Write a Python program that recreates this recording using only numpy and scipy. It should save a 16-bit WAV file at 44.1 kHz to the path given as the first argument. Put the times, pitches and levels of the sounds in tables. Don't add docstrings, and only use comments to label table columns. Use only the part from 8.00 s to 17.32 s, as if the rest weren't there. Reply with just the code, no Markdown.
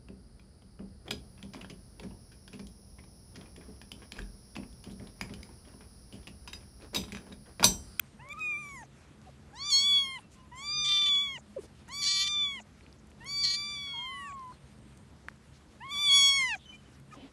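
import sys
import numpy as np
from scipy import signal
from scipy.fft import rfft, irfft
from scipy.io import wavfile
from scipy.ndimage import uniform_filter1d

SR = 44100
rng = np.random.default_rng(int(sys.argv[2]) if len(sys.argv) > 2 else 0)


def inscribe(sig):
    pcm = np.round(np.clip(np.atleast_2d(sig).T, -1, 1) * 32767)
    wavfile.write(sys.argv[1], SR, pcm.astype(np.int16))


def gain_from_decibels(decibels):
    exponent = np.asarray(decibels, float) / 20
    return 10 ** exponent


N = 411012

# (t/s, f/Hz)
CRY_PITCH = [
    [(0.187, 797), (0.225, 990), (0.324, 1197), (0.397, 1289), (0.561, 1163), (0.591, 1216), (0.747, 1090),
     (0.829, 860), (0.843, 740)],
    [(1.527, 770), (1.599, 1080), (1.653, 1169), (1.695, 1192), (1.733, 1080), (1.881, 1145), (2.15, 1061),
     (2.185, 960), (2.199, 744)],
    [(2.512, 943), (2.649, 1167), (2.76, 1209), (3.091, 1160), (3.143, 1136), (3.268, 1108), (3.344, 1056),
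     (3.375, 902), (3.389, 795)],
    [(3.882, 891), (3.932, 1120), (4.003, 1163), (4.316, 1162), (4.416, 1162), (4.539, 1104), (4.567, 1050),
     (4.598, 937), (4.611, 794)],
    [(5.2, 872), (5.242, 969), (5.265, 1095), (5.312, 1148), (5.713, 1177), (6.062, 1053), (6.216, 964),
     (6.275, 887), (6.336, 667)],
    [(7.8, 810), (7.852, 1082), (7.969, 1129), (8.01, 1173), (8.165, 1118), (8.374, 1102), (8.481, 991),
     (8.547, 811), (8.567, 700)],
]
# (t/s, f/Hz, level/dB)
MATE_MEW = [
    (5.932, 1010, -50),
    (5.958, 916, -51),
    (6.12, 1091, -45.5),
    (6.184, 1128, -46),
    (6.302, 1135, -43.5),
    (6.454, 1015, -45.5),
    (6.514, 996, -48),
    (6.527, 1123, -54),
]


def evened(x):
    return x / np.sqrt(np.mean(abs(x) ** 2) + 1e-20)


def read(points, hz):
    f, value = np.transpose(points)
    return np.interp(np.log(hz + 1), np.log(f + 1), value)


def add(mix, s, sound):
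    part = mix[round(s * SR):][:len(sound)]
    part += sound[:len(part)]


def fuzz(count, width_hz):
    r = np.exp(-np.pi * width_hz / SR)
    z = rng.standard_normal(count + 500) + 1j * rng.standard_normal(count + 500)
    return evened(signal.lfilter([1], [1, -2 * r, r * r], z)[500:])


def band(count, hz, width_hz):
    carrier = np.exp(2j * np.pi * hz * np.arange(count) / SR)
    return np.sqrt(2) * (fuzz(count, width_hz) * carrier).real


def gate(t, start, end, edge):
    return np.clip(np.minimum(t - start, end - t) / edge + .5, 0, 1)


def cry(pitch, effort, mouth, hum_db, tilt_db, colour, lips_s):
    # (f/Hz, level/dB)
    upper_colour = [(4000, 11), (5500, 9), (6700, 7), (8000, -6), (9500, -10.5), (11000, -16.5),
                    (12500, -30.5)]
    # (start/s, end/s, cycles in the pattern, line level/dB, disorder level/dB)
    breaks = [(.328, .336, 6, -7, -16), (1.59, 1.7, 3, -44, -29), (1.69, 1.72, 3, -40, -25),
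              (1.7025, 1.7065, 4, -20, -8), (1.707, 1.72, 4, -34, -22), (1.738, 1.84, 2, -44, -36),
              (2.826, 2.848, 4, -30, -24), (2.847, 2.892, 4, -13, -10), (2.878, 2.925, 3, -15, -12),
              (2.92, 3.0, 3, -12, -19), (3.0, 3.1, 3, -27, -30), (3.011, 3.027, 3, -12, -18),
              (3.033, 3.044, 3, -14, -18), (3.058, 3.075, 3, -12, -18), (3.081, 3.091, 3, -12, -16),
              (3.1, 3.19, 4, -30, -41), (3.148, 3.158, 3, -22, -19), (4.018, 4.056, 4, -10, -8),
              (4.052, 4.082, 2, -13, -8), (4.078, 4.234, 3, -7.5, -22), (4.078, 4.125, 3, -40, -16),
              (4.23, 4.284, 3, -12, -12), (4.287, 4.36, 4, -30, -27), (5.4, 5.437, 3, -40, -24),
              (5.436, 5.454, 4, -14, -8), (5.452, 5.532, 3, -7.5, -21), (5.528, 5.563, 3, -9, -14),
              (5.563, 5.655, 5, -30, -25), (7.93, 8.0, 3, -50, -24), (8.061, 8.068, 6, -34, -20),
              (8.098, 8.11, 6, -32, -20), (8.124, 8.136, 6, -36, -24), (8.165, 8.235, 3, -44, -32),
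              (8.26, 8.34, 3, -44, -31), (8.36, 8.47, 3, -50, -25), (8.405, 8.44, 3, -50, -23),
              (8.465, 8.545, 3, -50, -18), (5.92, 6.02, 3, -40, -22)]
    # (f/Hz, level/dB)
    broken_colour = [(1400, -7), (2000, -1), (3200, -1), (4300, 6), (4900, 0), (5500, 5.5), (7500, 14),
                     (11500, 8.5)]
    # (t/s, step/Hz, relaxing time/s)
    slips = [(0.35, -95.5, 0.049), (0.377, 73, 0.015), (0.664, -24, 0.0042), (1.785, -12, 0.033),
             (2.049, -18, 0.069), (2.847, -48, 0.014), (3.206, 31, 0.11), (4.019, -32.5, 0.033),
             (4.231, 27.5, 0.057), (4.287, 32, 0.085), (5.432, -32, 0.091), (7.912, 80, 0.033),
             (7.928, 30, 0.009), (7.94, -19, .015), (8.098, -77.5, 0.0089), (8.128, -53, 0.007),
             (.48, 15.5, 0.045), (.675, 29, .012), (2.884, 35, 0.0073), (3.0, 16, 0.017),
             (4.247, -25, .006), (5.452, 28, 0.0072), (5.557, 22, 0.015)]
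    # (t/s, half length/s, level/dB)
    swells = [
        (.343, 0.0078, 7.5),
        (0.386, 0.018, 8.5),
        (7.855, 0.027, 5.5),
        (5.68, 0.14, 2.5),
        (6.8, 0.017, 14),
    ]
    slip_s, shut_lead_s, ring_db = .016, .016, 2
    lips_part_s, veil_db = .033, -13
    brightening_db = 2.5
    above_db, far_db = -16.5, -14

    s = np.transpose(pitch)[0]
    start_s, end_s = s[0], s[-1]
    t = np.arange(start_s, end_s, 1 / SR)
    curves = (np.interp(t, *np.transpose(c)) for c in (pitch, effort, mouth))
    hz, effort_db, mouth_hz = (uniform_filter1d(c, size=350) for c in curves)
    hum_db = np.interp(t, [start_s, (start_s + end_s) / 2, end_s], hum_db)
    parted = gate(t, start_s + lips_part_s, np.inf, 0.076) + 0.027
    lower, upper_db = partial_levels(parted, hz, effort_db, mouth_hz, hum_db, *colour)

    hz = uniform_filter1d(hz, size=600)
    hz = hz + sum(step_hz * gate(t, at, np.inf, slip_s) * np.exp(-np.maximum(t - at, 0) / relax_s)
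                  for at, step_hz, relax_s in slips)
    phase = 2 * np.pi * np.cumsum(hz * (1 + .003 * fuzz(len(t), 60).real)) / SR

    tilt_db = tilt_db - 0.072 * (upper_db + 40.5)
    tilt_db = tilt_db - 0.015 * np.maximum(1090 - hz, 0)
    tilt_db = tilt_db + brightening_db * ((t - start_s) / (end_s - start_s) - .5)
    k = np.arange(5, 15)[:, None]
    upper = gain_from_decibels(read(upper_colour, k * hz) + tilt_db * (k - 5)) * (k * hz < 13000)
    upper *= gain_from_decibels(upper_db + tongue_db(t, k, hz)) / np.sqrt((upper ** 2).sum(0))
    shimmer = 1 + np.minimum(.1 * k - .15, .7) * np.array([fuzz(len(t), 14) for _ in k])
    open_mouth = gain_from_decibels(veil_db * (1 - gate(t, lips_s, np.inf, .012)))
    upper = 0.96 * upper * open_mouth
    lower = lower * np.array([np.ones_like(t), np.ones_like(t), open_mouth])
    overtones = (upper * shimmer * np.exp(1j * k * (phase + 0.73 * k))).sum(0)
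    overtones += sum(gain * np.exp(1j * n * phase) for n, gain in enumerate(lower, 2))

    uneven = gain_from_decibels(-42.0) * fuzz(len(t), 690)
    disorder, drift = fuzz(len(t), 1400), fuzz(len(t), 120)
    flutter = gain_from_decibels(3 * fuzz(len(t), 60).real)
    for start, end, cycles, below_db, disorder_db in breaks:
        pattern = np.exp(1j * phase / cycles)
        lines = gain_from_decibels(below_db) / pattern
        lines = lines + gain_from_decibels(below_db + above_db) * pattern
        lines = lines + gain_from_decibels(below_db + far_db) / pattern ** 2
        lines = lines * (1 + 2.4 * gain_from_decibels(disorder_db) * drift)
        uneven = uneven + gate(t, start, end, .005) * flutter * (lines + .45 * gain_from_decibels(disorder_db) * disorder)
    between = rfft((overtones * uneven).real)
    between = irfft(between * gain_from_decibels(read(broken_colour, np.fft.rfftfreq(len(t), 1 / SR))), len(t))

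    shut = gate(t, end_s - shut_lead_s, np.inf, .004)
    swell_db = sum(db * np.exp(-((t - at) / half_s) ** 2) for at, half_s, db in swells)
    hum_db = hum_db + ring_db * shut + swell_db
    hum = gain_from_decibels(hum_db + 2.1 * fuzz(len(t), 13.0).real) * np.exp(1j * phase)
    voice = hum.real + (overtones.real + between) * (1 - shut)
    return np.sqrt(2) * voice * gate(t, start_s + 0.0061, end_s - .005, 0.011)


def partial_levels(lips, hz, effort_db, mouth_hz, hum_db, pressed_db, second_db, soft_db, leak_db):
    outside_db = [-6.5, -0.9]
    mouth_width_hz, skirt_below_db, skirt_above_db = 324, 19.5, 24
    soft_share, open_db_per_khz = 0.27, 11.5
    off_hz = np.arange(2, 5)[:, None] * hz - mouth_hz
    slope_db = np.where(off_hz < 0, skirt_below_db, skirt_above_db)
    skirt_db = slope_db * np.log10(1 + (off_hz / mouth_width_hz) ** 2)
    pressed_db = pressed_db + effort_db + 35 + open_db_per_khz * (mouth_hz - 3400) / 1000
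    hum_db = hum_db + soft_share * (effort_db + 35)
    base_db = [hum_db + second_db] + [pressed_db + leak_db + db for db in outside_db]
    lower = np.hypot(gain_from_decibels(effort_db - skirt_db), gain_from_decibels(np.array(base_db)))
    upper = np.hypot(gain_from_decibels(pressed_db), gain_from_decibels(hum_db + soft_db) * lips)
    return lower, 20 * np.log10(upper)


def tongue_db(t, k, hz):
    # (t/s, peak f/Hz, level/dB, tilt/dB per partial, hollow f/Hz)
    tongue = [(0.25, 6350, -9.3, 0, 5900), (.33, 7000, -10, 2.5, 6000), (0.466, 7650, -1, 0, 7040),
              (0.511, 7000, -4, -0.2, 7800), (0.594, 10200, 1.5, -0.2, 10840),
              (0.775, 7000, 0.5, 0.2, 7980), (0.82, 6400, -11, 5, 7310), (1.54, 10210, 19, 1, 7460),
              (1.631, 5230, -8.5, -2, 11500), (1.722, 7100, 1.5, 0.6, 8600), (1.969, 8200, -9, 1, 8700),
              (2.042, 10900, 5, -1.1, 7900), (2.18, 8450, -5.5, 2.2, 6410), (2.53, 8200, -4.5, 4.5, 9900),
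              (2.75, 5900, -8.5, -1.2, 10000), (2.858, 6400, -0.5, -0.5, 10000),
              (2.909, 5600, -7.5, 1.5, 8750), (3.203, 6840, -8, 1.2, 9900), (3.37, 10960, -6.5, 1, 9660),
              (3.89, 6560, 2.5, 5, 9920), (4.049, 5730, -6.5, 3, 8590), (4.22, 6340, -4.5, 2, 9120),
              (4.328, 6040, -1, 0, 10080), (4.358, 6540, -1, -1, 6850), (4.59, 7600, -3.5, 1.5, 5660),
              (5.22, 6300, 4.5, -1, 6300), (5.383, 7880, 2.2, -1, 8600), (5.653, 6970, 0.5, -1.8, 6950),
              (5.892, 6230, 0.5, -2.5, 6670), (5.988, 6400, -4, -1.5, 6100), (6.31, 7130, -4, 3.5, 6400),
              (7.84, 7600, -7.5, 1.5, 4700), (8.064, 7600, -6.5, 1.3, 9100), (8.095, 9380, -12, 1.5, 8600),
              (8.159, 8000, -1.5, 0.9, 8370), (8.4, 7800, 0, -0.1, 7800), (8.54, 7230, 2, -0.6, 7200)]
    s, *controls = np.transpose(tongue)
    peak_hz, level_db, tilt_db, hollow_hz = (np.interp(t, s, c) for c in controls)
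    peak = 8 / (1 + ((k * hz - peak_hz) / 330) ** 2)
    hollow = 8 / (1 + ((k * hz - hollow_hz) / 380) ** 2)
    top = -6 * np.maximum(k - 10, 0)
    return level_db + tilt_db * np.minimum(k - 5, 5) + top + peak - hollow


def puffs(rows):
    out = np.zeros(N)
    for s, length_s, hz, width_hz, db in rows:
        count = round(length_s * SR)
        add(out, s, gain_from_decibels(db) * band(count, hz, width_hz) * signal.windows.tukey(count, .7))
    return out


def throat_shuts():
    # (lead before the end/s, length/s, share of the hiss f, width/Hz, level/dB)
    parts = [
        (0.024, 0.05, 0.9, 1400, -63),
        (.018, 0.014, .28, 1300, -52),
        (0.014, .018, 0.1, 240, -55),
    ]
    # (level/dB, hiss f/Hz)
    each_cry = [(-3, 7000), (-2, 10500), (2.5, 7700), (2, 7700), (-2.5, 8300), (2, 7200)]
    rows = []
    for pitch, (more_db, hiss_hz) in zip(CRY_PITCH, each_cry):
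        for lead_s, length_s, share, width_hz, db in parts:
            rows.append((pitch[-1][0] - lead_s, length_s, share * hiss_hz, width_hz, db + more_db))
    return puffs(rows)


def mate():
    overtones_db = [-26, -32, -38]
    s, hz, db = np.transpose(MATE_MEW)
    t = np.arange(s[0], s[-1], 1 / SR)
    phase = 2 * np.pi * np.cumsum(np.interp(t, s, hz)) / SR
    tone = np.sin(phase) + sum(gain_from_decibels(d) * np.sin(n * phase) for n, d in enumerate(overtones_db, 2))
    return np.sqrt(2) * gain_from_decibels(np.interp(t, s, db)) * tone * gate(t, s[0] + 0.0032, s[-1] - .003, 0.0054)


def short_notes():
    # (start/s, length/s, first f/Hz, last f/Hz, level/dB)
    glides = [(3.561, .026, 590, 480, -36), (3.582, .022, 430, 370, -38), (8.65, .03, 3060, 3030, -59),
              (8.668, .085, 3035, 3025, -53), (8.74, .04, 3030, 3025, -61), (8.775, .04, 3030, 3020, -66),
              (8.85, .035, 3040, 3030, -70), (8.655, .025, 6130, 6070, -69), (8.672, .065, 6070, 6070, -66),
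              (9.108, .024, 1760, 1740, -62), (9.112, .03, 2330, 2560, -61), (9.108, .02, 2760, 2980, -66),
              (9.148, .022, 1050, 1000, -59), (9.155, .12, 3050, 3050, -66), (4.825, .035, 4300, 4300, -70),
              (6.51, .06, 4250, 4200, -72), (8.715, .06, 2400, 2390, -56), (9.12, .03, 1250, 1240, -50),
              (9.16, .045, 270, 280, -53), (9.215, .065, 265, 280, -51), (1.258, .04, 780, 710, -57),
              (1.288, .014, 700, 480, -54), (7.9, .3, 940, 930, -61), (5.82, .3, 1410, 1380, -67),
              (2.33, .19, 1050, 1000, -65), (2.2, .1, 2720, 2680, -71), (2.375, .06, 2900, 2880, -70),
              (1.74, .09, 3830, 3890, -51), (2.6, .08, 880, 870, -62), (.35, .3, 370, 330, -64),
              (.2, .2, 600, 550, -65)]
    out = np.zeros(N)
    for s, length_s, first_hz, last_hz, db in glides:
        count = round(length_s * SR)
        phase = 2 * np.pi * np.cumsum(np.linspace(first_hz, last_hz, count)) / SR
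        waver = 1.5 + .45 * (db < -45) * fuzz(count, 90)
        tone = (np.exp(1j * phase) * waver).imag
        swell = signal.windows.tukey(count, .8) * np.geomspace(1.3, .45, count)
        add(out, s, gain_from_decibels(db) * np.sqrt(2) * tone * swell)
    return out


def rustles():
    # (start/s, length/s, centre f/Hz, width/Hz, level/dB)
    rubs = [(3.878, .015, 1500, 900, -55), (6.52, .012, 1200, 700, -58), (2.3, .07, 6500, 5000, -64),
            (3.6, .08, 5000, 7000, -62), (3.625, .045, 400, 500, -54), (8.57, .11, 3500, 700, -63),
            (9.135, .016, 1200, 2500, -55), (9.11, .06, 6000, 5000, -64), (8.735, .035, 6500, 3000, -67),
            (8.925, .04, 5500, 1500, -69), (3.575, .1, 9000, 2500, -67), (4.98, .025, 6500, 1200, -70),
            (7.52, .08, 4500, 5000, -66), (3.565, .03, 1050, 200, -60), (9.11, .21, 400, 700, -56),
            (9.13, .19, 2900, 2200, -61), (3.883, .011, 8000, 6000, -56), (.685, .05, 6500, 6000, -63)]
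    return puffs(rubs)


def dry_ticks():
    # (t/s, peak level/dB, ring f/Hz, cycles of ring)
    ticks = [(0.288, -33.5, 7000, 0.49), (.394, -34, 6000, 0.61), (.415, -50, 2000, .6),
             (0.69, -44, 4000, 1.2), (1.2162, -42, 5000, 0.6), (4.809, -44, 2300, 1.8),
             (4.8648, -42, 2540, 1.6), (4.9274, -41.5, 4840, 2.2), (5.072, -46, 9000, 1),
             (5.1167, -45, 2500, 0.88), (5.246, -38, 9500, 1.6), (6.3949, -46, 5110, 1.4),
             (6.7874, -47, 6060, .5), (6.975, -39.5, 7060, 0.66), (7.2849, -22.5, 1650, 1.35),
             (7.2893, -42, 4500, .4), (7.2975, -47, 5000, .6), (7.303, -48, 6000, .5),
             (7.3155, -48, 1400, 0.9), (3.8805, -49, 6800, 4), (7.2847, -33, 4200, .45),
             (7.288, -43, 1100, 1.5), (7.868, -46, 4000, 1.3), (7.957, -41, 1200, 0.8),
             (1.705, -34, 4200, 3), (9.0, -43, 9000, 0.76), (5.102, -51, 8500, .8),
             (5.1065, -46, 7500, 1.1), (1.548, -47, 9000, 1.3), (2.562, -48, 11000, 1.4),
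             (8.5523, -34, 6500, .6), (8.555, -44, 6800, 1.3), (.373, -56, 7000, 1.1),
             (.418, -45, 7500, .8), (8.651, -52, 8500, 0.67), (6.478, -49, 7000, 0.57),
             (5.31, -46, 1200, 0.79)]
    out, u = np.zeros(N), np.arange(400) / SR
    for s, db, hz, cycles in ticks:
        decay = 2 * u * hz / cycles
        ring = np.sin(2 * np.pi * hz * u) * decay * np.exp(1 - decay)
        spark = rng.standard_normal(400) * np.exp(-u / .0007)
        add(out, s, gain_from_decibels(db) * (.8 * ring + .07 * spark))
    return out


def insect():
    # (start/s, end/s, level/dB)
    songs = [
        (0, 0.28, -77),
        (3.37, 3.736, -81),
        (6.367, 7.056, -77.5),
    ]
    t = np.arange(N) / SR
    level = sum(gain_from_decibels(db) * gate(t, start, end, .05) for start, end, db in songs)
    return level * band(N, 8680, 350)


def air():
    # (f/Hz, level/dB per Hz)
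    wash_colour = [(24, -39.5), (40, -6.5), (134, -5), (292, -11), (336, -13), (683, -20.5), (1120, -22),
                   (1290, -22.5), (8580, -35.5), (11400, -39.5), (12500, -63.5), (22000, -120)]
    # (f/Hz, width/Hz, level/dB)
    engine = [
        (69, 25, -63),
        (135, 8.5, -63.5),
        (213, 14, -64.5),
    ]
    air_db = -53.5
    frames, hz = N // 256 + 5, np.fft.rfftfreq(1024, 1 / SR)
    a, b, patches = rng.standard_normal((frames, 513, 3)).T
    patches = uniform_filter1d(patches, size=40, axis=0)
    patches = evened(uniform_filter1d(patches, size=10, axis=1))
    gusts = evened(uniform_filter1d(rng.standard_normal(frames), size=12))
    gusts = gusts * np.clip(hz / 2000, 0, 1)[:, None]
    z = (a + 1j * b) * gain_from_decibels(read(wash_colour, hz)[:, None] + 1.2 * patches + 1.3 * gusts)
    wash = gain_from_decibels(air_db - 3.5) * evened(signal.istft(z, nperseg=1024, noverlap=768)[1][:N])
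    return wash + sum(gain_from_decibels(db) * band(N, f, width_hz) for f, width_hz, db in engine)


def masked(x, under_db, up_db, down_db):
    z = signal.stft(x, nperseg=2048, noverlap=1536)[2]
    band_db = 10 * np.log10((abs(z[:1024]) ** 2).reshape(64, 16, -1).sum(1) + 1e-20)
    step = np.arange(64)[:, None]
    upward = np.maximum.accumulate(band_db + up_db * step) - up_db * step
    downward = np.maximum.accumulate((band_db - down_db * step)[::-1])[::-1] + down_db * step
    margin_db = band_db - np.maximum(upward, downward) + under_db
    keep = np.where(step > 6, np.clip(margin_db / 2 + .5, .02, 1), 1)
    z[:1024] *= np.repeat(keep, 16, axis=0)
    return signal.istft(z, nperseg=2048, noverlap=1536)[1][:N]


def scene():
    # (t/s, level at the mouth resonance/dB)
    efforts = [
        [(0.184, -60.5), (0.29, -57), (0.303, -37), (0.331, -32.5), (0.34, -87), (0.385, -50), (0.412, -32),
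         (0.784, -37.5), (0.898, -89)],
        [(1.53, -58), (1.548, -66), (1.625, -38), (1.785, -19.5), (1.861, -25.5), (1.973, -22.5), (2.012, -29),
         (2.174, -34.5), (2.191, -86)],
        [(2.562, -66.5), (2.58, -48.5), (2.662, -31), (2.789, -20.5), (2.835, -22.5), (2.925, -18.5),
         (3.298, -29.5), (3.365, -36), (3.381, -53)],
        [(3.886, -54.5), (3.936, -35.5), (4.072, -21.5), (4.22, -20.5), (4.233, -22.5), (4.393, -29.5),
         (4.436, -27), (4.539, -30.5), (4.612, -42)],
        [(5.184, -61), (5.249, -61.5), (5.259, -42.5), (5.444, -27.5), (5.733, -31), (5.992, -36.5),
         (6.069, -33), (6.273, -42), (6.332, -66)],
        [(7.797, -55.5), (7.879, -57.5), (7.919, -39.5), (8.139, -18.5), (8.209, -19), (8.282, -23),
         (8.378, -19), (8.554, -36), (8.558, -63)],
    ]
    # (t/s, f/Hz)
    mouths = [
        [(0.199, 2818), (0.258, 2233), (0.375, 3290), (0.416, 2800), (0.713, 1550), (0.819, 1222)],
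        [(1.531, 2738), (1.564, 4730), (1.709, 3780), (1.728, 4460), (1.876, 3370), (2.011, 3350),
         (2.048, 2960), (2.199, 2390)],
        [(2.503, 2800), (2.689, 4440), (2.743, 4396), (2.848, 4047), (3.074, 3735), (3.295, 2880),
         (3.331, 2710), (3.363, 2570)],
        [(3.845, 2364), (3.94, 4170), (4.05, 4270), (4.194, 4130), (4.274, 3930), (4.296, 3960), (4.442, 3310),
         (4.611, 2420)],
        [(5.186, 2030), (5.309, 4740), (5.416, 4490), (5.694, 4160), (5.979, 3470), (5.999, 3040),
         (6.119, 2580), (6.266, 2230)],
        [(7.79, 2670), (7.938, 3440), (8.108, 3330), (8.21, 3100), (8.288, 3450), (8.303, 3164), (8.448, 2270),
         (8.489, 2540)],
    ]
    # (fundamental level/dB at start, middle, end, upper tilt/dB per partial)
    hums = [(-56.5, -53, -53, 2), (-54, -50.5, -54, 2.5), (-50.5, -49.5, -52.5, 1),
            (-53.5, -49.5, -55, -0.06), (-57.5, -58, -66, 3), (-50.5, -44, -44, 2.5)]
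    # (pressed upper/dB, soft 2nd over hum/dB, soft upper over hum/dB, leak past the mouth/dB)
    colours = [(-53.5, 3, -8.5, -10), (-54, 1.5, -10, 5.5), (-67, 2, -0.5, -4.5), (-61.5, 3.5, -7.5, -7),
               (-67.5, 10.5, 2, 9), (-43.5, 4.5, -23.5, -1.5)]
    lips = [.29, 1.55, 2.555, 3.897, 5.259, 7.882]
    voices = np.zeros(N)
    for pitch, effort, mouth, hum, colour, lips_s in zip(CRY_PITCH, efforts, mouths, hums, colours, lips):
        *hum_db, tilt_db = hum
        add(voices, pitch[0][0], cry(pitch, effort, mouth, hum_db, tilt_db, colour, lips_s))
    add(voices, MATE_MEW[0][0], mate())
    small = throat_shuts() + short_notes() + rustles() + dry_ticks() + insect()
    return (voices + small + air())[None]


def band_limit(x):
    return signal.sosfilt(signal.butter(12, 12640, fs=SR, output="sos"), x)


def record(dry):
    cut = signal.lfilter(*signal.butter(4, 43, "highpass", fs=SR), dry[0])
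    cut = masked(cut, under_db=32, up_db=2.9, down_db=8.0)
    edge = signal.firwin(511, 12480, window=("kaiser", 9), fs=SR)
    limited = signal.oaconvolve(cut, edge, "same")
    return band_limit(limited[None])


dry = scene()
out = record(dry)
inscribe(out)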